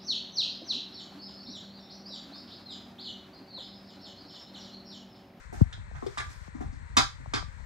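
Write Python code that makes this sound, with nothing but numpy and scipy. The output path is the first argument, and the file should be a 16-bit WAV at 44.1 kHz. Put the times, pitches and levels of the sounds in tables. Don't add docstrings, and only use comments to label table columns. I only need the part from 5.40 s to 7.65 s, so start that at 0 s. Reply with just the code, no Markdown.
import sys
import numpy as np
from scipy import signal
from scipy.fft import rfft, irfft
from scipy.io import wavfile

SR = 44100
rng = np.random.default_rng(int(sys.argv[2]) if len(sys.argv) > 2 else 0)


def dump_mix(stems):
    frames = np.atleast_2d(stems).T
    limited = np.clip(frames, -1, 1)
    pcm = np.round(limited * 32767).astype(np.int16)
    wavfile.write(sys.argv[1], SR, pcm)


N = 99225

# f/Hz, level/dB
AIR_SPECTRUM = [(240, -15), (400, -5.5), (593, -2.5), (680, -11.5), (854, -3.5), (964, 3), (1120, -4),
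                (1390, -1.5), (1940, 0), (3010, -19.5), (4390, -11.5), (4740, -23), (8430, -20),
                (10100, -48.5), (15000, -48)]
# f/Hz, pan/dB
AIR_PAN = [(400, 4.5), (1300, 6.5), (2400, 12.5), (4400, 2), (8000, 13.5), (15000, 5)]
# t/s, level/dB
CLOTH_LEVEL = [(0, -59), (.06, -64), (.12, -77), (.14, -55), (.22, -53), (.26, -70), (.45, -86), (.55, -65),
               (.66, -58), (.75, -56), (.8, -56), (.87, -55), (.92, -55), (.97, -62), (1.08, -58.5),
               (1.15, -94), (1.5, -69), (2.25, -65.5)]
# f/Hz, level/dB
CLOTH_SPECTRUM = [(500, 15), (1500, 23), (3000, 11), (6000, 14.5), (9000, 7), (10500, -14), (14000, -0.5),
                  (16000, -40)]
# t/s, level/dB, pan/dB
GRIP_LEVEL = [(0, -52.5, 12), (.16, -35.5, 6), (.28, -41.5, 3), (.33, -45.5, 7), (.55, -40, 1),
              (.62, -52.5, 13), (.77, -46, 11.5), (.85, -42, 5), (.9, -53.5, 9.5), (1.06, -48, 8.5),
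              (1.15, -46, 8), (1.26, -34, 1), (1.33, -47, 13.5), (1.55, -37.5, -3), (1.6, -39, 4),
              (1.7, -47.5, 3), (1.87, -42.5, 10), (2.04, -41.5, 8.5), (2.14, -49.5, 12), (2.25, -43.5, 13)]
# f/Hz, level/dB
GRIP_SPECTRUM = [(18, -35), (30, -5), (71, -1), (238, -24), (265, -25), (280, -39), (400, -50), (520, -80),
                 (880, -120)]
BANDS_HZ = [120, 270, 420, 750, 1150, 1550, 2300, 3600, 4600, 6200, 8500, 12500]
# t/s, level/dB, rise/s, rattle decay/s, pan/dB, then each band's relative level/dB
LID_CONTACTS = [(0.125, -35, 0.00091, 0.06, 1.5, -20, -11.5, -11, -8.5, -26, -19.5, -24, -33, -63, -24.5, -31.5, -29),
                (0.325, -31.5, 0.0029, 0.0074, -2.5, -15.5, -41, -33, -27, -40, -5, -13, 0, -12, -11.5, -29, -41),
                (0.549, -42, 0.0025, 0.029, -6.5, -4, -30, -25, -12, -9, -11, -12.5, -20, -32, -21.5, -41, -43),
                (0.623, -34.5, 0.003, 0.0067, 2.5, -30, -7.5, -6, -8, -3.5, -36, -23, -18.5, -39, -36, -48, -39),
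                (0.662, -20.5, 0.0013, 0.0067, 5.5, -24.5, -33.5, -12, -26, -30, -25, -21, -22.5, -23.5, -27, -37, -41),
                (0.772, -23, 0.0028, 0.015, -1.5, -30, -29, -37, -17.5, -8.5, -8, -6, -7.5, -16.5, -15, -25, -53),
                (0.798, -25.5, 0.0023, 0.0085, 1, -22, -38, -23, -18, -50, -1, -9, -22, -31, -26, -29, -47),
                (0.897, -42.5, 0.002, 0.06, 0, -7, -17, -31, -34, -29, -17, -14, -19, -19.5, -17, -24, -23),
                (1.146, -38.5, 0.0019, 0.033, 6, -15, -2, -46, -18, -18, -26, -29, -34, -40, -26, -47, -53),
                (1.205, -31, 0.00069, 0.034, 2.5, -20, -5, -14, -12.5, -22.5, -22.5, -23.5, -30.5, -36, -29, -43, -40),
                (1.322, -47, 0.0017, 0.025, 2.5, 0.5, -3, -29, -15, -32, -26, -18, -25, -19, -14.5, -33, -43),
                (1.567, -10.5, 0.00088, 0.013, -1, -22.5, -17, -24.5, -23, -7, -13, -7.5, -6, -12, -7.5, -24, -26),
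                (1.581, -13, 0.0023, 0.018, 1.5, -19.5, -33, -25, -13, -15, -10, -19, -18, -19.5, -44, -32, -49),
                (1.796, -52.5, 0.0024, 0.014, 7, 2.5, -3, -25.5, -32.5, -17, -35, -26, -23, -30, -22, -39, -54),
                (1.934, -13.5, 0.0018, 0.019, 0, -26.5, -21.5, -23.5, -22.5, -16.5, -17.5, -13.5, -16.5, -19, -20, -36, -45),
                (1.966, -23.5, 0.00183, 0.0077, -4, -24.5, -22, -21.5, -21.5, -11, -9.5, -36, -16, -32, -31, -40, -64)]
RATTLE_GAIN = np.array([0.9, 0.52, 0.22, 0.54, 0.84, 0.72, 0.45, 0.65, 0.89, 0.52, 0.97, 0.3])[:, None, None]
BLOW_GAIN = np.array([30, 30, 25, 12, 9, 4, 0, 0, 0, 0, 0, 0])[:, None, None]
# f/Hz, level/dB, T60/s
LID_MODES = [(250, -2, .1), (295, -2, .08), (410, -2, .08), (781, -3, .2), (1018, -2, .1), (1135, 3, .07),
             (1190, 4, .08), (1520, 1.5, .06), (2245, -3, .05), (3413, -3, .04), (3710, .5, .05),
             (4576, .5, .05), (5362, -4, .035), (6100, -5, .03)]
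# f/Hz, T60/s
ROOM_DECAY = [(100, 0.25), (300, 0.12), (600, 0.16), (1000, 0.21), (4000, 0.26), (12000, 0.24)]
# t/s, level/dB, contact time constant/ms, pan/dB
FINGER_BUMPS = [(.201, -24, .7, 8), (.2078, .3, .78, 9.5), (.378, -32, .8, 7), (.462, -31, 1.5, -2),
                (1.076, -30, .7, 9), (1.568, -22, 1.1, 3), (1.866, -28, 1.1, 9), (2.03, -30, 1.1, 10)]
# t/s, level/dB, f/Hz, pan/dB
FINGER_TICKS = [(.2085, -23, 800, 0.5), (.375, -43, 718, 6), (.511, -39.5, 705, 10.5),
                (1.076, -39.5, 810, 6.5), (1.858, -32, 867, 8.5), (2.024, -33.5, 840, 11),
                (2.201, -49, 750, 13)]
# f/Hz, lag/rad
RIGHT_CHANNEL_LAG = [(40, 1.53), (100, 1.43), (220, 1.89), (350, 2.68), (600, 4.54), (1000, 3.98),
                     (1600, 4.15), (4000, 4.99), (12000, 5.54)]

TIME = np.arange(N) / SR
FREQS_HZ = np.maximum(np.arange(N // 2 + 1) * SR / N, 1)


def amp(db):
    return 10 ** (np.asarray(db, float) / 20)


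def unit_rms(x):
    return x / np.sqrt(np.mean(x ** 2) + 1e-20)


def over_time(rows, column=1):
    rows = np.array(rows)
    return np.interp(TIME, rows[:, 0], rows[:, column])


def at_hz(rows, hz):
    rows = np.array(rows)
    return np.interp(np.log(hz), np.log(rows[:, 0]), rows[:, 1])


def filtered(x, response):
    return irfft(rfft(x) * response, N)


def coloured(x, spectrum):
    return unit_rms(filtered(x, amp(at_hz(spectrum, FREQS_HZ))))


def pan(db):
    return amp(np.multiply([[.5], [-.5]], db))


def band(x, hz, width=0.18):
    sos = signal.butter(2, [hz * (1 - width), hz * (1 + width)], "band", fs=SR, output="sos")
    return signal.sosfilt(np.vstack([sos, sos]), x) / np.sqrt(3 * width * hz / SR)


def grains(per_s, shape):
    return unit_rms((rng.random(shape) < per_s / SR) * rng.standard_normal(shape))


def air_hiss(coherence=0.52, gain_db=-57):
    shared, left, right = rng.standard_normal((3, N))
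    noise = np.sqrt(coherence) * shared + np.sqrt(1 - coherence) * np.array([left, right])
    return amp(gain_db) * filtered(coloured(noise, AIR_SPECTRUM), pan(at_hz(AIR_PAN, FREQS_HZ)))


def cloth_rustle():
    return amp(over_time(CLOTH_LEVEL)) * coloured(grains(per_s=9000, shape=(2, N)), CLOTH_SPECTRUM)


def grip_rumble():
    left, other = grains(per_s=220, shape=(2, N))
    rumble = coloured(np.array([left, 0.62 * left + 0.86 * other]), GRIP_SPECTRUM)
    return amp(over_time(GRIP_LEVEL)) * pan(over_time(GRIP_LEVEL, column=2)) * rumble


def lid_contacts():
    touches = grains(per_s=6700, shape=N)
    drive = np.zeros((len(BANDS_HZ), 2, N))
    for start, db, rise, decay, pan_db, *band_db in LID_CONTACTS:
        age = np.maximum(TIME - start, 0)
        rattle = touches * (1 - np.exp(-age / rise)) ** 2 * np.exp(-age / decay)
        blow = np.arange(N) == int(start * SR)
        force = RATTLE_GAIN * rattle + BLOW_GAIN * blow
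        drive += amp(db + np.array(band_db))[:, None, None] * pan(pan_db) * force
    return sum(band(force + 1e-18, hz) for force, hz in zip(drive, BANDS_HZ))


def plastic_lid(contacts, crack_db=1, ring_db=-21):
    ring = 0
    for k, (hz, db, t60) in enumerate(LID_MODES):
        radius, angle = amp(-60 / (t60 * SR)), 2 * np.pi * hz / SR
        mode = signal.lfilter([0, np.sin(angle)], [1, -2 * radius * np.cos(angle), radius ** 2], contacts)
        ring += (-1) ** k * amp(db) * np.sqrt(1 - radius) * mode
    return amp(crack_db) * contacts + amp(ring_db) * ring


def bathroom(x, onset_s=0.0015):
    t = np.arange(SR // 2) / SR
    noise = rng.standard_normal((2, 2, len(t)))
    tail = 0
    for k, hz in enumerate(BANDS_HZ):
        tail += band(noise[k % 2], hz) * np.sqrt(hz) * amp(-60 * t / at_hz(ROOM_DECAY, hz))
    tail *= np.minimum(t / onset_s, 1)
    return signal.fftconvolve(x, tail / np.sqrt(np.sum(tail ** 2) / 2), axes=1)[:, :N]


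def fingers(tick_half_width_cycles=0.59, low_cut_hz=75):
    taps = 0
    for when, db, contact_ms, pan_db in FINGER_BUMPS:
        offset = np.abs(TIME - when) * 1000 / contact_ms
        taps += amp(db) * pan(pan_db) * (1 + offset) * np.exp(-offset)
    for when, db, hz, pan_db in FINGER_TICKS:
        cycles = (TIME - when) * hz
        envelope = np.exp(-(cycles / tick_half_width_cycles) ** 2)
        taps += amp(db) * pan(pan_db) * np.cos(2 * np.pi * cycles) * envelope
    return filtered(taps, 1 / np.sqrt(1 + (low_cut_hz / FREQS_HZ) ** 8))


def housing(x, delay_cycles=2.6, knee_hz=50):
    return filtered(x, np.exp(-2j * np.pi * delay_cycles * np.log(FREQS_HZ + knee_hz)))


def scene(room_db=-3.5):
    lid = plastic_lid(lid_contacts())
    reflections = amp(room_db) * bathroom(lid)
    handling = housing(grip_rumble() + fingers())
    return lid + reflections + handling + air_hiss() + cloth_rustle()


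def record(dry, stopband_hz=15950):
    lag = np.array([[0], [1]]) * at_hz(RIGHT_CHANNEL_LAG, FREQS_HZ)
    low_pass = signal.cheby2(12, 70, stopband_hz, fs=SR, output="sos")
    return signal.sosfilt(low_pass, filtered(dry, np.exp(-1j * lag)))


dry = scene()
out = record(dry)
dump_mix(out)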